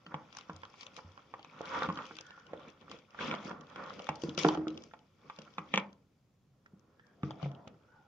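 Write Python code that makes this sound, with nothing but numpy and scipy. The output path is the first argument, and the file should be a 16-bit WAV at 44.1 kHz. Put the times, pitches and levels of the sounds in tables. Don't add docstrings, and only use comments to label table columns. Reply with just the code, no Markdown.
import sys
import numpy as np
from scipy import signal
from scipy.fft import rfft, irfft
from scipy.io import wavfile
from scipy.ndimage import uniform_filter1d

SR = 44100
rng = np.random.default_rng(int(sys.argv[2]) if len(sys.argv) > 2 else 0)


def makeup_ratio(level_db):
    decades = np.asarray(level_db, float) / 20
    return 10 ** decades


def to_wav(sig):
    pcm = np.clip(np.atleast_2d(sig), -1, 1) * 32767
    pcm = np.round(pcm).astype(np.int16)
    wavfile.write(sys.argv[1], SR, pcm.T)


N = 355871

# (peak time [s], rise [s], fall [s], force [dB], hollow over table [dB])
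PULLS = [(.12, 0.042, 0.17, -55, 2.5), (1.64, 0.64, 0.3, -59.5, -21), (1.77, 0.17, 0.16, -46, 11),
         (1.85, .14, .025, -46.5, 8), (1.87, 0.16, 0.22, -47, -4.5), (2.0, 0.071, 0.076, -51, 11),
         (2.56, 0.18, 0.29, -55.5, -3), (2.69, 0.089, 0.049, -53.5, -4.5), (2.82, .03, 0.051, -55.5, -2),
         (2.93, 0.13, 0.15, -53.5, -9), (3.21, 0.032, 0.3, -43, 4), (3.32, 0.15, 0.11, -44, 1.5),
         (3.46, 0.075, 0.27, -45, -2), (3.79, 0.12, 0.22, -53.5, 6), (3.9, 0.07, 0.029, -64.5, 16.5),
         (4.0, 0.17, 0.097, -52.5, -2), (4.3, 0.29, 0.049, -52.5, -2), (4.47, 0.14, 0.19, -39, -2),
         (4.6, 0.17, 0.33, -49, -13.5), (4.78, 0.53, 0.13, -49.5, -21), (5.26, 0.062, 0.055, -57, -3),
         (5.42, 0.04, 0.065, -60, -1.5), (5.78, .45, 0.27, -56, -11.5), (6.8, 0.36, 0.94, -69.5, -10.5),
         (7.28, 0.057, 0.19, -55, -11), (7.41, 0.34, 0.66, -54.5, -10.5), (7.72, .3, 0.18, -69.5, -26)]
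# (pitch [Hz], level [dB], t60 [s])
TABLE_MODES = [(94, -4, 0.033), (155.6, 1, 0.21), (195, 1.5, 0.11), (245, -0.5, 0.061), (315.3, -3.5, 0.33),
               (396, 1, 0.11), (467.3, -1.5, 0.13)]
# (pitch [Hz], width [Hz], level [dB])
WALLS = [(460.4, 15, -0.5), (535.8, 23, 2), (599, 110, -1), (708.6, 110, -3), (808.3, 38, -3)]
# (pitch [Hz], width [Hz], level [dB])
HOLLOW = [(1028, 240, 1.5), (1150, 220, 2.5), (1305, 310, 2.5), (1620, 300, -13.5)]


def rubbing():
    drag_gain_db = -4.5
    push_db = strokes(PULLS, 0, -5.5)
    drag_db = drag_gain_db + strokes(PULLS, 0.58, -6.5 - drag_gain_db)
    scrape_db = strokes(PULLS, 0.95, -3) + np.array([[-1.5], [1.5]])
    shove = slips(600, 3, 0.8, 2, 0.03)
    scratch = slips(1500, 3.4, 0.55, 2.4, 0.035)
    table = body(shove, [(hz, 7.46 / t60, db) for hz, db, t60 in TABLE_MODES])
    walls, hollow = body(scratch, WALLS), body(scratch, HOLLOW)
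    return makeup_ratio(push_db) * table + makeup_ratio(drag_db) * walls + makeup_ratio(scrape_db) * hollow


# (peak time [s], rise [s], fall [s], wide folds [dB], fine creases over them [dB])
CRUMPLES = [(.39, 0.11, 0.074, -57.5, -5), (.82, 0.078, 0.06, -54.5, -1.5), (.97, 0.028, 0.061, -55.5, 0),
            (1.68, 0.042, 0.24, -56.5, -4), (1.77, 0.15, 0.15, -52.5, -7), (1.86, 0.36, 0.037, -48, -11),
            (2.07, 0.43, 0.3, -59, -6), (2.69, 0.36, 0.056, -63.5, -14), (2.81, 0.036, 0.086, -66, -20),
            (2.92, 0.047, 0.13, -57.5, -7.5), (3.21, 0.033, 0.2, -42, -14), (3.27, 0.11, .1, -46.5, -10),
            (3.47, 0.12, 0.072, -55, -2.5), (3.77, 0.14, 1, -60.5, -13.5), (4.07, 0.23, 0.21, -62.5, -4.5),
            (4.24, .06, 0.15, -61.5, 5), (4.385, 0.0056, 0.12, -38, 0), (4.52, 0.13, 0.057, -51.5, -6),
            (4.69, 0.027, 0.34, -69, -3.5), (4.85, .3, 0.16, -72.5, 3.5), (5.3, 0.21, 1, -74.5, -2.5),
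            (5.758, 0.08, 0.033, -51, -11.5), (5.79, 0.043, 0.098, -55, -14),
            (7.25, 0.029, 0.13, -63.5, -5), (7.445, 0.078, 0.067, -55.5, -10)]
# (pitch [Hz], level [dB])
FILM = [(1700, -17), (2350, 1), (2800, -5), (3300, -0.5), (4100, -8.5), (5200, 2), (6800, -13), (9200, -9)]


def rustle(count=18, sharpness=6.0, pan_db=6.0):
    wide_db, fine_db = strokes(CRUMPLES, 0, -8.5), strokes(CRUMPLES, 0.91, -12)
    pops = slips(5000, 4.3, 0.4, 3, 0.006)
    popping = rng.integers(0, count, N // 64 + 1).repeat(64)[:N]
    slide = slips(9000, 2, 1, 2.5, 0.015)
    flips = slips(90, 4, 0, 0)
    film = []
    for k, hz in enumerate(np.geomspace(FILM[0][0], FILM[-1][0], count)):
        own_slide = np.roll(slide, 997 * k, axis=1)
        force = evened(pops * (popping == k)) + makeup_ratio(-1.5) * flips + makeup_ratio(-1) * own_slide
        film.append(makeup_ratio(read(FILM, hz)) * body(force, [(hz, hz / sharpness, 0)]))
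    wide, fine = evened(sum(film[:count // 2])), evened(sum(film[count // 2:]))
    folds = makeup_ratio(wide_db) * wide + makeup_ratio(fine_db) * fine
    return makeup_ratio(np.array([[pan_db], [-pan_db]]) / 2) * folds


# (time [s], peak [dB], low ring [Hz], high ring over the low one [dB])
CARD = [(0.121, -53.5, 1440, -33), (0.127, -64, 980, -28), (0.142, -32.5, 980, -8.5),
        (0.496, -35, 1060, -24), (0.652, -52.5, 1300, -14), (0.74, -54.5, 990, 0.5),
        (0.977, -45.5, 505, -21), (0.983, -47, 1010, -19), (0.989, -43, 970, -20), (1.09, -59, 1270, -17),
        (1.192, -55, 1270, -21), (1.338, -37, 1050, -13.5), (1.446, -49.5, 1030, 1), (1.607, -35, 555, -39),
        (1.745, -35.5, 1180, -15.5), (1.9, -31, 1060, -24), (1.916, -57, 1200, -13), (1.988, -37, 1240, -8),
        (1.889, -31.5, 1100, -18), (2.109, -40, 1300, -30), (2.205, -51, 490, -30), (2.376, -50, 1180, -18),
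        (2.533, -36, 570, -18), (2.536, -49, 1150, -13), (2.765, -63, 1310, -15), (2.88, -51, 1230, -17),
        (2.943, -49, 500, -27), (3.146, -44, 1180, -43), (3.189, -36.5, 1530, -11), (3.312, -36, 1060, 5.5),
        (3.339, -33, 646, -3), (3.512, -37.5, 1240, -13), (3.759, -41, 1270, -7), (3.834, -44.5, 550, -18),
        (3.999, -42.5, 590, -11), (4.089, -28, 840, -5), (4.447, -17, 713, -14.5), (4.465, -35, 550, -11),
        (4.912, -55, 1460, -29), (4.936, -41.5, 890, -8.5), (5.298, -39.5, 1150, -6.5),
        (5.476, -53, 1390, -15.5), (5.582, -31.5, 1146, -3.5), (5.739, -23, 962, 2.5),
        (5.775, -24.5, 995, 4), (7.232, -39, 1220, -5.5), (7.398, -56, 1300, -10), (7.458, -39, 590, -24.5),
        (7.674, -47.5, 630, -6.5)]
# (time [s], peak [dB], low ring [Hz], high ring over the low one [dB], left-right [dB])
TRAY = [(0.064, -48, 1270, 1, 2), (0.633, -37, 1280, -15, -2), (1.176, -46.5, 1060, -11.5, -2),
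        (1.393, -49.5, 830, -4, 2.5), (1.821, -24.5, 1100, -22, 1), (1.973, -36.5, 1270, -5, 0.5),
        (2.914, -45, 1130, 2.5, 0.5), (3.904, -40.5, 1230, -18, 5), (4.378, -33.5, 526, -4, 0),
        (4.487, -25, 977, -5, -1.5), (4.551, -34.5, 814, -11, -1.5), (4.573, -36.5, 586, -13, 4.5),
        (4.669, -37.5, 671, -33, 0.5), (5.387, -46.5, 582, 2, 1), (6.66, -53, 1700, -32, -1.5),
        (6.995, -55.5, 1750, -16, -1), (7.307, -38.5, 690, -6, 4.5), (7.428, -42.5, 680, -8.5, 17)]
# (pitch [Hz], level [dB], t60 [s])
PANEL = [(551.7, 1, 0.051), (780, -4.5, 0.003), (844, -6, 0.099), (903, -6, 0.15), (1130, -7, 0.018),
         (1270, 4, 0.26), (1354, 7, 0.014)]


def snaps(low_t60=0.013, high_t60=0.0087):
    out, t = np.zeros((2, N)), np.arange(int(0.2 * SR)) / SR
    card_hz, tray_hz, card_pan_db = 2369, 3100, 0.5
    held_s = 0.028
    rows = [(*row, card_pan_db, card_hz) for row in CARD] + [(*row, tray_hz) for row in TRAY]
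    fade = makeup_ratio(-12 - 60 * t / 0.043) * (1 - np.exp(-t / 0.00026))
    for s, db, low_hz, high_db, pan_db, ring_hz in rows:
        luck, cracks = rng.standard_normal(len(PANEL)), rng.standard_normal(len(t))
        high_hz = ring_hz * (1 + 0.025 * rng.standard_normal())
        low = fade * body(cracks, [(low_hz, 700, 0)])
        low = low - ring(t, low_hz, low_t60, 0.00029)
        low = low - ring(t, low_hz, 0.0019, 0.00016)
        high = makeup_ratio(-1.5) * fade * body(cracks, [(high_hz, 1200, 0), (5600, 3000, -17)])
        high = high + ring(t, high_hz, high_t60, 0.00035)
        high = high + makeup_ratio(-3.5) * ring(t, 1.45 * high_hz, high_t60, 0.00042)
        panel = sum(w * makeup_ratio(d) * ring(t, hz, min(t60, held_s), 0.00084)
                    for w, (hz, d, t60) in zip(luck, PANEL))
        add(out, s + 0.0008, makeup_ratio(db) * (low + makeup_ratio(-16) * panel), pan_db - 2.5)
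        add(out, s + 0.00061, makeup_ratio(db + high_db) * high, pan_db + 1.0)
    return out


# (time [s], peak [dB],
# pitch of the mode struck most [Hz], t60 [s])
THUMPS = [(0.06, -41, 180, 0.057), (0.143, -38, 151, 0.12), (0.494, -37.5, 202, 0.021),
          (0.537, -43.5, 95, 0.18), (1.047, -41, 92, 0.13), (1.886, -27, 196, 0.04),
          (2.107, -37.5, 460, 0.013), (3.282, -31, 247, 0.071), (3.338, -32, 200, 0.14),
          (3.454, -41.5, 245, 0.16), (4.095, -30, 197, 0.049),
          (4.236, -22, 335, 0.064), (4.286, -29.5, 255, 0.048), (4.376, -30, 350, 0.088),
         (4.447, -11, 365, 0.026), (4.48, -25, 328, 0.091), (4.575, -28.5, 317.2, 0.28),
         (4.668, -29.5, 318, 0.26), (5.385, -40.5, 209, 0.098), (5.584, -34.5, 198, 0.07),
         (5.74, -28.5, 195, 0.092), (5.777, -36, 199.8, 0.28), (6.734, -47.5, 191, 0.067),
         (7.234, -20.5, 147, 0.077), (7.43, -29, 141, 0.18), (7.458, -32, 143, 0.26),
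         (7.67, -41.5, 116.4, 0.072)]


def thumps(reach=0.99, modes_db=-9):
    out, t = np.zeros((2, N)), np.arange(int(0.5 * SR)) / SR
    for s, db, hz, t60 in THUMPS:
        near = 0
        for mode_hz, mode_db, mode_t60 in TABLE_MODES:
            luck = rng.uniform(-1, 1)
            weight = np.sign(luck) * (0.5 + abs(luck) / 2)
            weight = weight * np.exp(-(np.log(mode_hz / hz) / reach) ** 2)
            near = near + weight * makeup_ratio(mode_db) * ring(t, mode_hz, mode_t60, 0.00044)
        wall = ring(t, hz, max(t60, 0.02), 0.00081)
        add(out, s, makeup_ratio(db) * (wall + makeup_ratio(modes_db) * near), -0.5)
    return out


# (time [s], peak
# [dB], middle ring over the top one [dB], low ring over the top one [dB])
TICKS = [(0.327, -53, 1, 4), (0.3495, -54, -8, 11), (0.369, -38, -9.5, -1.5), (0.3858, -40, -12, -1),
         (0.41, -56, 7, 9), (0.4998, -60, 4, -17), (0.532, -54, -8, -14), (0.563, -48.5, -13, -6),
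         (0.6175, -60, 1, -16), (0.6518, -58, 8, -14), (0.6993, -59, -16, -12), (0.8095, -41, -4, -6),
         (0.831, -53.5, 8, 8), (0.8658, -46, 2, -3), (0.9424, -53.5, -19, -22), (0.965, -42.5, -1, -1),
         (1.1189, -61, -4, -14), (1.428, -60, 7, -3), (1.4459, -57, -2, -16), (1.5932, -61, 4.5, -9),
         (1.6146, -46.5, -9, -17), (1.6552, -47, 1, -7), (1.664, -51, -8, -10), (1.735, -54, 6, -14),
         (1.7898, -48, 0, -6), (1.832, -47, 8, -8.5), (1.864, -63, 4, -12), (1.888, -70, 24, -14),
         (1.925, -52, 2, -10), (1.944, -56, -10, -5), (1.9568, -55, 5, -13), (2.0204, -64, 13, -10),
         (2.054, -54, 9, -8), (2.0652, -46.5, -11, -10), (2.154, -48.5, -4, -12), (2.167, -46, -2.5, -12),
         (2.1862, -49, 9, 8), (2.2091, -37, -16, -11), (2.2662, -52.5, -7, -12), (2.3063, -55.5, 4.5, 13),
         (2.365, -60.5, -10, -6), (2.3976, -56, -12, -12), (2.4668, -62, 7, -8),
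         (2.596, -61, -12, -10), (2.683, -59, -9, -9), (2.701, -54.5, -11, -9), (2.812, -64, 5, -10),
             (2.897, -58.5, 9, 2), (2.9143, -44, -10, -4), (2.959, -64, -12, -12), (2.9877, -57, 0, -6),
             (3.106, -61, 0, -7), (3.213, -61, 5, -10), (3.2827, -56.5, 11, -9), (3.3124, -64, 3, -10),
             (3.3507, -53, 8, -5), (3.4174, -62, 2, -12), (3.4483, -49, -10, -12), (3.494, -49, -4, -9),
             (3.61, -51.5, -4.5, -4), (3.669, -67, 7.5, -35), (3.6995, -56.5, -1, -18),
             (3.7594, -49.5, -1, -2), (3.838, -56, 2, -13), (3.8632, -56, 1, -7), (3.898, -53, 3, -5),
             (3.938, -46, -8, -12), (3.9932, -48, 5, 2), (4.02, -49.5, -1, -15), (4.0431, -48.5, -4, -16),
             (4.0687, -51.5, 4, 14), (4.0909, -36.5, -5, -3), (4.156, -43.5, -12, -23),
             (4.1974, -55.5, -11, -18), (4.2189, -41.5, -6, -12), (4.2364, -39.5, -5, -2),
             (4.293, -43.5, 3, -13), (4.348, -50.5, -1, -15),
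         (4.377, -30.5, -1.5, -2.5), (4.3894, -27, -10.5, -6), (4.3954, -46, -12.5, -10),
               (4.433, -35, 0.5, -14), (4.4846, -29, -10, -18), (4.547, -48, 3, -15),
               (4.6814, -47.5, 6, -8), (4.7034, -57, 6.5, -12.5), (4.744, -62.5, 2, -11.5),
               (4.775, -44.5, 0.5, -5), (4.804, -60, -11, -13.5), (4.8214, -52, -5, -6),
               (4.8369, -43, -17, -8), (4.9908, -67.5, 6, -6), (5.362, -53, -3, -13),
               (5.3885, -47.5, -23, -7), (5.4187, -50, -0.5, -12), (5.4507, -60, 1, -18),
               (5.5039, -66.5, 2, -5.5), (5.537, -61, 3, -6), (5.684, -66.5, -7, -7.5),
               (5.7578, -47.5, 17, -11), (5.7983, -54.5, 14, -17.5), (5.9293, -57, -4, 1),
               (6.662, -63.5, -16, -23), (6.795, -63.5, -17, -5), (7.0672, -60, -12.5, -4),
               (7.5157, -60.5, 1, 13), (7.549, -76, 21.5, -20), (7.677, -53.5, 3.5, -15)]
# (pitch [Hz], width [Hz], left-right [dB])
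CREASE = [(5400, 2100, 9.5), (3100, 1400, 5), (1100, 700, -3.5)]


def ticks(t60=0.014, rise=0.00016, middle_db=5, pan_spread_db=2):
    out, t = np.zeros((2, N)), np.arange(int(0.03 * SR)) / SR
    rows = TICKS
    chance = rng.standard_normal((len(rows), len(t)))
    burst = chance * makeup_ratio(-60 * t / t60) * (1 - np.exp(-t / rise))
    rings = [body(burst, [(hz, width, 0)]) for hz, width, _ in CREASE]
    rings[0] = rings[0] + makeup_ratio(-7) * body(burst, [(8800, 2000, 0)])
    for k, (s, db, mid_db, low_db) in enumerate(rows):
        spread_db = pan_spread_db * chance[k, -1]
        for sound, over_db, (_, _, pan_db) in zip(rings, (0, mid_db + middle_db, low_db), CREASE):
            add(out, s, makeup_ratio(db + over_db) * sound[k] / abs(sound[k]).max(), pan_db + spread_db)
    return out


# (peak time [s], rise [s], fall [s], level [dB], pitch [Hz])
SLIDES = [
    (2.24, 0.1, 0.24, -60, 1480),
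    (2.39, 0.13, 0.13, -61, 1454),
    (3.87, 0.16, 0.66, -55.5, 549),
    (7.03, .04, 0.12, -73, 1724),
    (7.09, 0.16, 0.1, -72.5, 1644),
    (2.33, 0.17, .15, -63, 1700),
    (7.5, 0.32, 0.25, -56.5, 687),
    (7.6, 0.17, 0.12, -63.5, 950),
    (7.93, 0.15, 0.2, -68.5, 1435),
    (7.999, 0.15, .3, -69.5, 850),
]


def slides(width_hz=150, sag_per_s=0.04, wobble=0.015, overtone_db=-22):
    out, force, t = np.zeros((2, N)), slips(3300, 2, 1.2, 1), np.arange(N) / SR
    slow = uniform_filter1d(uniform_filter1d(rng.standard_normal(N), size=1500), size=1500)
    wander = wobble * evened(slow)
    low = signal.butter(1, width_hz / 2, fs=SR)
    for s, rise, fall, db, hz in SLIDES:
        near = slice(max(int((s - 2 * rise) * SR), 0), int((s + 2 * fall) * SR))
        pitch = hz * (1 - sag_per_s * (t[near] - s) + wander[near])
        turn = np.exp(2j * np.pi * np.cumsum(pitch) / SR)
        sung = 0
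        for k in range(3):
            tone = turn ** (k + 1)
            band = signal.lfilter(*low, signal.lfilter(*low, force[:, near] / tone))
            sung = sung + makeup_ratio(overtone_db * k) * (tone * band).real
        away = np.maximum((s - t[near]) / rise, (t[near] - s) / fall)
        out[:, near] += evened(sung) * makeup_ratio(db - 20 * away ** 2)
    return out


# (frequency [Hz], t60 [s])
ROOM = [(120, 0.37), (500, 0.37), (2000, 0.22), (6000, 0.014)]


def room(x):
    length = SR // 2
    taps = np.zeros((2, length))
    at = np.arange(120, length - 20, 20)
    signs = rng.choice([-1., 1.], (2, len(at)))
    np.put_along_axis(taps, at + rng.integers(0, 20, (2, len(at))), signs, 1)
    echoes = alike(np.pad(taps, ((0, 0), (0, N - length))))[:, :length]
    hz, t, z = signal.stft(echoes, SR, nperseg=256)
    tail = signal.istft(z * makeup_ratio(-60 * t / read(ROOM, hz)[:, None]), SR, nperseg=256)[1]
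    return signal.fftconvolve(x.mean(0)[None], tail / np.linalg.norm(tail[0]), axes=1)[:, :N]


# (frequency [Hz], density [dB per Hz])
HUSH = [(30, -36), (112, 2.5), (392, -15), (760, -22), (2190, -32), (7130, -34), (7700, -42), (9270, -42.5)]


def hush(level_db=-71):
    frames, hz = N // 256 + 5, np.fft.rfftfreq(1024, 1 / SR)
    a, b, c, d, patches = rng.standard_normal((frames, 513, 5)).T
    patches = evened(uniform_filter1d(uniform_filter1d(patches, 9, 0), 14, 1))
    colour_db = np.maximum(read(HUSH, hz), -53)[:, None]
    z = np.array([a + 1j * b, c + 1j * d]) * makeup_ratio(colour_db + 0.5 * patches)
    noise = signal.istft(z, nperseg=1024, noverlap=768)[1][:, :N]
    return makeup_ratio(level_db) * evened(alike(noise))


# (time [s], pressure [dB])
GRIP = [(0, -67), (.25, -63), (1.0, -62), (1.5, -68.5), (2.25, -63), (2.75, -68), (3.13, -71.5), (3.6, -70),
        (3.95, -54.5), (4.3, -78.5), (4.65, -81.5), (5.1, -75), (5.4, -63.5), (5.7, -65.5), (6.0, -89),
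        (6.3, -91.5), (7.2, -74), (8.07, -74)]


def strokes(rows, share, rest_db):
    t = np.arange(0, N + 64, 64) / SR
    power = makeup_ratio(2 * (np.interp(t, *np.transpose(GRIP)) + rest_db))
    for s, rise, fall, db, tilt_db in rows:
        away = np.maximum((s - t) / max(rise, 0.001), (t - s) / max(fall, 0.001))
        power = power + makeup_ratio(2 * (db + share * tilt_db - 20 * away))
    return np.interp(np.arange(N) / SR, t, 10 * np.log10(power))


def slips(per_s, spread_db, smooth, clump_db, clump_s=0.012):
    clicks = rng.choice([-1, 1], (2, N)) * (rng.random((2, N)) < per_s / SR)
    clicks = clicks * makeup_ratio(spread_db * np.minimum(rng.exponential(1, (2, N)), 4))
    clumps = evened(uniform_filter1d(rng.standard_normal(N), int(clump_s * SR)))
    friction = smooth * rng.standard_normal((2, N))
    return alike(evened(clicks) + friction) * makeup_ratio(clump_db * clumps)


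def body(force, modes):
    return evened(sum(makeup_ratio(db) * resonate(resonate(force, hz, w), hz, w) for hz, w, db in modes))


def resonate(x, hz, width):
    return signal.lfilter(*signal.iirpeak(hz, hz / width, SR), x)


def ring(t, hz, t60, rise):
    return np.sin(2 * np.pi * hz * t) * makeup_ratio(-60 * t / t60) * (1 - np.exp(-t / rise))


def evened(x):
    return x / np.sqrt(np.mean(x ** 2) + 1e-20)


def read(points, hz):
    f, value = np.transpose(points)
    return np.interp(np.log(hz + 1), np.log(f + 1), value)


def add(mix, s, sound, pan_db, lag_per_db=1.27):
    for channel, side in enumerate((1, -1)):
        start = max(round(s * SR - side * pan_db * lag_per_db), 0)
        part = mix[channel, start:][:len(sound)]
        part += makeup_ratio(side * pan_db / 2) * sound[:len(part)]


# (frequency [Hz], left-right likeness [0 to 1])
SAME = [(60, 0.92), (200, 0.97), (500, 0.75), (1500, 0.57), (5000, 0.42), (10000, .05)]


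def alike(pair):
    a, b = rfft(pair)
    same = np.clip(read(SAME, np.fft.rfftfreq(N, 1 / SR)), 0, 1)
    return irfft([a, same * a + np.sqrt(1 - same ** 2) * b], N)


def smear(x, level_db=-17, t60=0.018):
    t = np.arange(800) / SR
    lead = rng.standard_normal(len(t)) * makeup_ratio(-60 * t / t60)
    lead = lead - uniform_filter1d(lead, size=40)
    lead = lead[None, ::-1] / np.linalg.norm(lead)
    return x[:, :N] + makeup_ratio(level_db) * signal.oaconvolve(x, lead)[:, len(t):][:, :N]


def scene():
    hits = makeup_ratio(-1.5) * thumps() + makeup_ratio(8.0) * snaps() + makeup_ratio(0.5) * ticks()
    rub = rubbing() + rustle() + slides()
    return hits + rub + room(makeup_ratio(-14.5) * hits + makeup_ratio(-24.0) * rub)


def roll_off(x):
    return signal.sosfilt(signal.butter(12, 15500, fs=SR, output="sos"), x)


# (frequency [Hz], gain [dB])
EDGE = [(30, -23.5), (110, -0.5), (7300, -1), (7600, -19.5), (8200, -32.5), (8900, -9.5), (10000, -28.5),
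        (13000, -43.5)]


def record(dry):
    gain = makeup_ratio(read(EDGE, np.fft.rfftfreq(4096, 1 / SR)))
    colour = signal.minimum_phase(np.roll(irfft(gain ** 2), 2048)[1:], n_fft=2 ** 16)
    smeared = smear(np.pad(dry, ((0, 0), (0, 1))))
    heard = signal.oaconvolve(smeared, colour[None])[:, :N] + hush()
    return roll_off(heard)


dry = scene()
out = record(dry)
to_wav(out)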